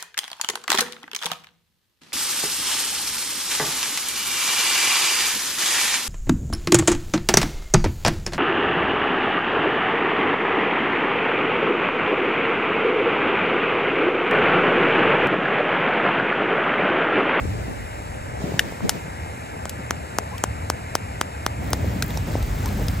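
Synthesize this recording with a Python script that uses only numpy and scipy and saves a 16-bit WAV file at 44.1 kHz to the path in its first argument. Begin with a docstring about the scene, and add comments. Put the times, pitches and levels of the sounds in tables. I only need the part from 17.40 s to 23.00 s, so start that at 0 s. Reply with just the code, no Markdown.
"""At a snowy camp by night, wind rumbles on a pair of close microphone ports over a steady far hiss.
Turbulence is noise shaped in spectrum and level; gusts carry snow past, with a fine high snow hiss
that swells with them, stronger after 4 s. A campfire snaps as noise cracks with wood rings, and spits
as thin high noise bursts. Even double clicks from the left are struck resonances; two brief husky
tones glide upward."""
import sys
import numpy as np
from scipy import signal
from scipy.fft import rfft, irfft, next_fast_len
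from scipy.io import wavfile
from scipy.ndimage import uniform_filter1d, map_coordinates

SR = 44100
rng = np.random.default_rng(int(sys.argv[2]) if len(sys.argv) > 2 else 0)


def store_wav(level_fs):
    """Save 16-bit WAV to argv[1]."""
    pcm = np.round(np.clip(np.atleast_2d(level_fs), -1, 1) * 32767)
    wavfile.write(sys.argv[1], SR, pcm.T.astype(np.int16))


N = 246959  # samples

# Spectra below are relative shapes, since each noise is brought to rms 1.
# Wind strength and the deepest heave, before fixed offsets: time_s, strength_db, heave_db
WIND_COURSE = [(0.0, -34, -43), (0.81, -38.5, -50), (0.97, -37, -58), (1.5, -40, -55), (2.04, -37.5, -57),
               (2.17, -38.5, -56), (2.63, -38, -66), (2.87, -38.5, -64), (3.18, -38.5, -49),
               (3.9, -39, -60), (4.37, -30, -45), (4.7, -29, -46), (5.29, -26.5, -30), (5.6, -28.5, -32.5)]
# How much more the eddies differ between the ports: time_s, difference_db
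CROSSWIND_COURSE = [(0, 9), (1.6, 3), (2.2, 2), (4.2, 0), (5.6, -7)]
# Spectrum of the deepest wind heave: frequency_hz, density_db (per Hz)
HEAVE_SPECTRUM = [(12, -42), (22, -24), (32, -13), (45, 13), (58, 11), (75, -45)]
# Spectrum of the wind rumble: frequency_hz, density_db (per Hz)
RUMBLE_SPECTRUM = [(26, -57), (45, -24.5), (64, 0), (81, 1), (104, -0.5), (145, -8), (300, -17), (390, -31),
                   (660, -120)]
# Spectrum of the small eddies: frequency_hz, density_db (per Hz)
FLUTTER_SPECTRUM = [(90, -14.5), (160, 1), (300, -4.5), (600, -7.5), (1000, -18), (1600, -54)]
FLUTTER_DB, FLUTTER_GROWS = -44, 0.27  # at mean wind; dB for each dB of wind
# Gusts that carry snow past: start_s, hold_s, snow_db, flutter_db
GUST_EVENTS = [(-.03, 0.35, -55.5, -42.5), (.98, .31, -46.5, -35), (1.41, 0.13, -46, -36.5),
               (4.2, .4, -49, -37), (4.668, 0.079, -44, -38), (4.852, 0.1, -45, -35),
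               (5.153, 0.24, -48.5, -38), (5.46, .2, -50.5, -42)]
GUST_ATTACK_S, GUST_FALL_DB_PER_S = 0.033, 142
# Spectrum of blown snow: frequency_hz, density_db (per Hz)
SNOW_SPECTRUM = [(600, 4), (1200, 14), (2500, 8.5), (3600, 7), (5000, 5.5), (6500, 5), (9000, -0.5),
                 (10500, -31), (12500, -12), (15700, -20), (16000, -60)]
DRIFT_DB, DRIFT_GROWS = -61.5, 2  # loose snow at mean wind; dB for each dB of wind
SNOW_PATCHY_DB = 1  # spread of the random patches in snow and fine hiss
# Spectrum of the fine high snow hiss, which also shapes the spits: frequency_hz, density_db (per Hz)
FINE_HISS_SPECTRUM = [(9000, -24), (12000, -7), (14000, 2), (15700, -5), (16100, -50)]
FINE_HISS_DB = -14  # over the snow
FINE_HISS_RISE_S, FINE_HISS_RISE_DB = 4, 4  # when the fine hiss grows stronger, and by how much
# Spectrum of the far hiss: frequency_hz, density_db (per Hz)
HISS_SPECTRUM = [(240, -15), (500, -2), (900, -2), (1400, -9), (2100, -7.5), (3500, -22), (5200, -24.5),
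                 (6000, -27), (7500, -19), (8300, -23.5), (9200, -33), (10400, -18.5), (11200, -22),
                 (12200, -37), (13200, -46)]
# Phase of the hiss as it wraps round the ports from the left: frequency_hz, left_lead_rad
HISS_PHASE_LEAD = [(100, .2), (600, 2.1), (1000, 2.8), (1600, 5.4), (2300, 6.4), (3350, 9.2), (3800, 12.3),
                   (4700, 14.6), (5500, 14.6), (6500, 12.1), (7600, 13.4), (8500, 12.6), (9000, 12.5),
                   (9700, 10), (11000, 8.2), (11800, 6.3)]
# Shading of the hiss between the ports: frequency_hz, left_over_right_db
HISS_SHADING = [(400, 1.5), (800, 4.5), (1100, -0.6), (1600, 3), (2600, -2.5), (4400, -.3), (5200, 11.5),
                (6400, 0), (7000, 5.5), (8600, .2)]
HISS_DB, HISS_SCATTERED_DB = -37, -9.5  # direct hiss; the part each port hears alone, over it
# Air pushes on the ports: time_s, peak_db, pitch_hz
AIR_PUSHES = [(.052, -19, 344), (.28, -21.5, 240), (1.018, -21.5, 520), (1.04, -18.5, 178),
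              (1.119, -19, 397), (1.139, -16.5, 520), (1.142, -17.5, 150), (1.321, -20, 530),
              (1.404, -19, 700), (4.442, -16.5, 440), (4.561, -18, 221), (4.952, -9, 497)]
ONE_CYCLE_HZ, SHORTENS = 314, 0.61  # a push at this pitch lasts one cycle; higher ones fewer, by this power
# Fire snaps; ring and knock are relative to the crack before a shared lift:
# start_s, peak_db, wood_pitch_hz, ring_db, low_knock_hz, low_knock_db, left_over_right_db
FIRE_SNAPS = [(1.193, 2, 2920, 4, 1750, -1, 4.5), (1.493, -1, 5130, -9, 577, -11.5, 4.5),
              (2.2941, -16, 7600, -13, 1760, -15, 4), (2.9804, -22.5, 4640, -6, 2950, -6, 5),
              (4.6235, -7.5, 3775, -2, 1670, -2, 5.5), (4.705, -25, 3680, 2, 780, -4, -0.5),
              (4.7729, -16.5, 5730, 2, 533, 3, 1), (5.026, -24, 4180, -11, 620, -3, -1),
              (5.2579, -18.5, 5820, -8, 850, -5, 0.1), (5.2886, -26.5, 4140, 6, 500, -7, -0.5),
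              (5.4829, -13.5, 5210, 2, 555, -4, 1)]
# Spectrum of the crack: frequency_hz, density_db (per Hz)
CRACK_SPECTRUM = [(300, -29), (900, 1.5), (3000, 0), (6000, 3.5), (9000, 0.5), (15000, -1), (16600, -76)]
# Rings of splitting wood: pitch_multiple, level_db
WOOD_RINGS = [(.65, -4.5), (1, -0.5), (1.8, -19.5)]
SNAP_T60_S = 0.011
ECHO_S, ECHO_DB = .0068, -21  # a nearby surface answers each snap
# Double clicks: start_s, tick_peak_db, brightest_tick_hz, knock_hz
DOUBLE_CLICKS = [(2.2538, -18.5, 6600, 786), (2.5068, -8.5, 6100, 1580), (2.7846, -6, 6240, 840),
                 (3.0376, -6, 6840, 830), (3.2993, -7, 6200, 872), (3.5518, -5.5, 5540, 840),
                 (3.8115, -6.5, 5700, 1300), (4.0629, -7, 5350, 1140), (4.3309, -8, 5100, 730)]
# Further rings of the tick: frequency_hz, width_hz, level_db
TICK_RINGS = [(3020, 1050, -6), (9800, 1340, -6), (11940, 1800, -9.5)]
# Lower rings of the knock: frequency_hz, width_hz, level_db
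KNOCK_RINGS = [(310, 400, -1.5), (513, 190, -21)]
KNOCK_DB, KNOCK_DELAY_S = 4, 0.001213  # knock over the tick, and its delay
RATTLE_DB, TICK_PAN_DB = -12, 5  # start of the decaying rattle in the force; tick, left over right
# Brief rising tones: start_s, peak_db
RISING_BLIPS = [(2.909, -32.5), (5.237, -32)]
BLIP_S, BLIP_FROM_HZ, BLIP_TO_HZ = 0.0487, 770, 1123  # the glide before its random waver
# The loudest thin high spits: start_s, peak_db
LOUD_SPITS = [(4.3051, -21), (4.6423, -26), (4.6628, -31), (4.6814, -28), (4.7571, -35), (5.0674, -35),
              (5.1871, -33), (5.2824, -32), (5.3268, -33), (5.4281, -29), (5.4685, -30), (5.5149, -31)]
SPATTER_FROM_S, SPATTER_DB, SPATTER_SPREAD_DB = 4.2, -44, 3  # random spits: start, least peak, mean excess
PORT_LAG = .000011  # s of right-port lag per dB that it is quieter, at low frequency
TOP_HZ = 16688  # band limit


def amp(db):
    """Logarithmic level: the amplitude gain of a level in dB."""
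    return 10 ** (np.asarray(db) / 20)


def unit(x):
    """Normalization: the signal at rms 1."""
    return x / np.sqrt(np.mean(x ** 2) + 1e-20)


def along(points, hz):
    """Interpolation of (frequency, value) points along a logarithmic frequency axis."""
    f, v = np.transpose(points)
    return np.interp(np.log(hz + 1), np.log(f + 1), v)


def curves(rows):
    """Linear interpolation in time: one curve for each column after the time."""
    s, *columns = np.transpose(rows)
    return [np.interp(np.arange(N) / SR, s, column) for column in columns]


def wobble(rate):
    """Smooth random fluctuation: spline through random knots, rate of them a second."""
    knots = rng.standard_normal(int(N * rate / SR) + 4)
    return map_coordinates(knots, [np.arange(N) * rate / SR])


def filtered(x, response):
    """Linear filtering: the spectrum multiplied by a complex response of frequency."""
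    m = next_fast_len(x.shape[-1] + 8192)
    spectrum = rfft(x, m) * response(np.fft.rfftfreq(m, 1 / SR))
    return irfft(spectrum, m)[..., :x.shape[-1]]


def modes(table):
    """Modal superposition: causal resonances added with alternating sign."""
    def resonance(f, center, width, db):
        return amp(db) * 1j * f * width / (center * center - f * f + 1j * f * width)
    return lambda f: sum((-1) ** k * resonance(f, *row) for k, row in enumerate(table))


def noise(spectrum, patchy_db):
    """Coloured noise of rms 1, with random gain over patches of time and frequency."""
    z = signal.stft(rng.standard_normal(N + 512), nperseg=512)[2]
    field = uniform_filter1d(rng.standard_normal(z.shape), size=6, axis=0)
    field = uniform_filter1d(field, size=10, axis=1)
    x = signal.istft(z * amp(patchy_db * unit(field)), nperseg=512)[1][:N]
    return unit(filtered(x, lambda hz: amp(along(spectrum, hz))))


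def pair(mid, side):
    """Sum and difference: left and right from the shared and the opposed part."""
    return np.array([mid + side, mid - side])


def add(track, s, sound, db, pan_db, shade_hz=2500):
    """Diffraction: a sound of peak db reaches the far port duller and a little later."""
    half = pan_db * np.array([[.5], [-.5]])

    def arrival(f):
        shading = amp(db + half * f ** 2 / (f ** 2 + shade_hz ** 2))
        lead_s = half * PORT_LAG / (1 + f / 5000)
        return shading * np.exp(2j * np.pi * f * lead_s)
    both = filtered(sound, arrival) / np.abs(sound).max()
    part = track[:, round(s * SR):][:, :len(sound)]
    part += both[:, :part.shape[1]]


def wind_db():
    """Wind forcing: its strength, its swing about the mean, and the level of the heave."""
    strength_db, heave_db = curves(WIND_COURSE)
    return strength_db, strength_db - strength_db.mean(), heave_db


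def gusts():
    """Gust envelope: gains of snow and flutter that rise quickly, hold and decay exponentially."""
    t = np.arange(N) / SR
    gains = 0
    for s, hold, *levels_db in GUST_EVENTS:
        rise = np.clip((t - s) / GUST_ATTACK_S, 0, 1)
        fall_db = GUST_FALL_DB_PER_S * np.maximum(t - s - GUST_ATTACK_S - hold, 0)
        gains = gains + rise * amp(np.c_[levels_db] - fall_db)
    return gains


def wind_rumble():
    """Coherent pressure: slow eddies press both ports nearly alike."""
    rumble_db, _, heave_db = wind_db()
    cross_db, = curves(CROSSWIND_COURSE)
    heave = pair(noise(HEAVE_SPECTRUM, 1.5), amp(-20) * noise(HEAVE_SPECTRUM, 1.5))
    rumble = pair(noise(RUMBLE_SPECTRUM, 0.5), amp(cross_db - 15.5) * noise(RUMBLE_SPECTRUM, 0.5))
    heave_gain = amp(heave_db + 4.5 + 2.7 * wobble(3.23))
    rumble_gain = amp(rumble_db + 3.0 + 1.4 * wobble(4.8))
    return heave_gain * heave + rumble_gain * rumble


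def wind_flutter():
    """Incoherent turbulence: smaller eddies come in lumps, differ more and swell in gusts."""
    cross_db, = curves(CROSSWIND_COURSE)
    flutter = pair(noise(FLUTTER_SPECTRUM, 1.5), amp(cross_db - 4.5) * noise(FLUTTER_SPECTRUM, 4.0))
    eddies = np.hypot(amp(FLUTTER_DB + FLUTTER_GROWS * wind_db()[1]), gusts()[1])
    return eddies * amp(1.36 * wobble(6.1) + 2.04 * wobble(30)) * flutter


def blown_snow_gain():
    """Addition of powers: loose snow drifting with the wind, and snow carried by gusts."""
    return np.hypot(gusts()[0], amp(DRIFT_DB + DRIFT_GROWS * wind_db()[1]))


def snow():
    """Granular noise: wind and gusts drive blown snow past the ports."""
    side = amp(curves(CROSSWIND_COURSE)[0] - 5) * noise(SNOW_SPECTRUM, SNOW_PATCHY_DB)
    grains = pair(noise(SNOW_SPECTRUM, SNOW_PATCHY_DB), side)
    return blown_snow_gain() * amp(0.93 * wobble(36)) * grains


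def fine_hiss():
    """Modulated noise: a fine high snow hiss swells with the wind and gusts, stronger after 4 s."""
    rise_db = FINE_HISS_RISE_DB * (np.arange(N) / SR > FINE_HISS_RISE_S)
    swell = blown_snow_gain() * amp(FINE_HISS_DB + rise_db)
    side = amp(-26) * noise(FINE_HISS_SPECTRUM, SNOW_PATCHY_DB)
    return swell * amp(2.4 * wobble(70)) * pair(noise(FINE_HISS_SPECTRUM, SNOW_PATCHY_DB), side)


def far_hiss():
    """Interaural phase and shading: one hiss heard by both ports, plus a little each hears alone."""
    half = np.array([[.5], [-.5]])

    def wrap(f):
        return amp(half * along(HISS_SHADING, f)) * np.exp(1j * half * along(HISS_PHASE_LEAD, f))
    direct = filtered(noise(HISS_SPECTRUM, patchy_db=1.02), wrap)
    scattered = np.array([noise(HISS_SPECTRUM, patchy_db=0.5), noise(HISS_SPECTRUM, patchy_db=1.1)])
    return amp(HISS_DB + 0.1 * wobble(2.02)) * (direct + amp(HISS_SCATTERED_DB) * scattered)


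def air_pushes():
    """Pressure pulse: each push is a cosine of about a cycle under a Gaussian envelope."""
    out = np.zeros((2, N))
    for s, db, hz in AIR_PUSHES:
        u = np.arange(-1200, 1200) / SR * hz  # time in cycles from the crest
        cycles = (ONE_CYCLE_HZ / hz) ** SHORTENS
        push = np.cos(2 * np.pi * u) * np.exp(-(2 * u / cycles) ** 2)
        add(out, s + 0.003 - 1200 / SR, push, db, pan_db=4.5, shade_hz=60)  # crest 3 ms after s
    return out


def fire_snaps():
    """Impulsive fracture: a noise crack also rings the splitting wood, and a surface echoes it."""
    out, t = np.zeros((2, N)), np.arange(2048) / SR
    for s, db, pitch_hz, ring_db, low_hz, low_db, pan_db in FIRE_SNAPS:
        crack = unit(filtered(rng.standard_normal(len(t)), lambda f: amp(along(CRACK_SPECTRUM, f))))
        wood = np.zeros(len(t))
        for multiple, mode_db in [(low_hz / pitch_hz, low_db - ring_db), *WOOD_RINGS]:
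            drift = 0.17 * np.cumsum(rng.standard_normal(len(t)))  # the phase wanders, so the ring is dull
            phase = 2 * np.pi * (multiple * pitch_hz * t + rng.random()) + drift
            wood += amp(ring_db + mode_db + 7.5) * np.sin(phase)
        burst = amp(-60 * t / SNAP_T60_S) * (crack + wood)
        burst += amp(-22 - 60 * t / 0.076) * crack  # debris patters after
        burst *= (1 - np.exp(-t / 0.00046)) ** 2  # soft onset
        add(out, s, burst, db, pan_db)
        add(out, s + ECHO_S, burst, db + ECHO_DB, pan_db)
    return out


def double_clicks():
    """Forced resonance: a sharp tick chatters on, with a duller knock about a millisecond later."""
    out, t = np.zeros((2, N)), np.arange(1024) / SR
    creep = 0.00099  # s of faint scraping before the contact lets go
    after_tick = t - creep
    after_knock = after_tick - KNOCK_DELAY_S
    for s, db, tick_hz, knock_hz in DOUBLE_CLICKS:
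        chatter = amp(-60 * np.abs(after_tick) / np.where(t < creep, .0015, .005))
        chatter += 0.73 * amp(-60 * np.abs(after_knock) / 0.0014)
        chatter += amp(RATTLE_DB - 60 * t / 0.039)
        force = chatter * rng.standard_normal(len(t))
        force[round(creep * SR)] = 4  # the release itself
        tick = modes([TICK_RINGS[0], (tick_hz, 1800, 0), *TICK_RINGS[1:]])
        add(out, s, filtered(force, tick), db, TICK_PAN_DB)
        blow = np.exp(-(after_knock / 0.00012) ** 2)  # a soft contact
        blow -= 0.3 * np.exp(-((after_knock + 0.00045) / .0001) ** 2)  # a pull just before it
        knock = modes([*KNOCK_RINGS, (knock_hz, 1300, 0)])
        add(out, s, filtered(blow, knock), db + KNOCK_DB, pan_db=4.0)
    return out


def rising_blips():
    """Frequency and amplitude modulation: a short upward glide, made husky by random wavering."""
    out = np.zeros((2, N))
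    count = round(BLIP_S * SR)
    for s, db in RISING_BLIPS:
        waver = 1 + .06 * wobble(250)[:count]
        pitch_hz = np.linspace(BLIP_FROM_HZ, BLIP_TO_HZ, count) * waver
        tone = np.sin(2 * np.pi * np.cumsum(pitch_hz) / SR)
        envelope = np.hanning(count) ** 0.17 * amp(3.4 * wobble(260)[:count])
        add(out, s, envelope * tone, db, pan_db=13)
    return out


def fire_spits():
    """Decaying noise: tiny high bursts, the weak ones falling at random late in the scene."""
    out, t = np.zeros((2, N)), np.arange(2048) / SR
    span_s = N / SR - SPATTER_FROM_S
    spatter = [(SPATTER_FROM_S + a * span_s, SPATTER_DB - SPATTER_SPREAD_DB * np.log(b))
               for a, b in rng.random((60, 2))]
    for s, db in [*LOUD_SPITS, *spatter]:
        burst = amp(-60 * t / 0.0061) * rng.standard_normal(len(t))
        spit = filtered(burst, lambda f: amp(along(FINE_HISS_SPECTRUM, f)))
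        add(out, s, spit, db, pan_db=-1.0)
    return out


def scene():
    """Superposition: all sources add at the two ports."""
    weather = wind_rumble() + wind_flutter() + snow() + fine_hiss() + far_hiss() + air_pushes()
    fire = fire_snaps() + fire_spits()
    return weather + fire + double_clicks() + rising_blips()


def record(dry):
    """Saturation and band limiting: full scale is a ceiling, then the top band is cut."""
    return filtered(np.clip(dry, -1, 1), lambda hz: hz < TOP_HZ)


dry = scene()
out = record(dry)
store_wav(out)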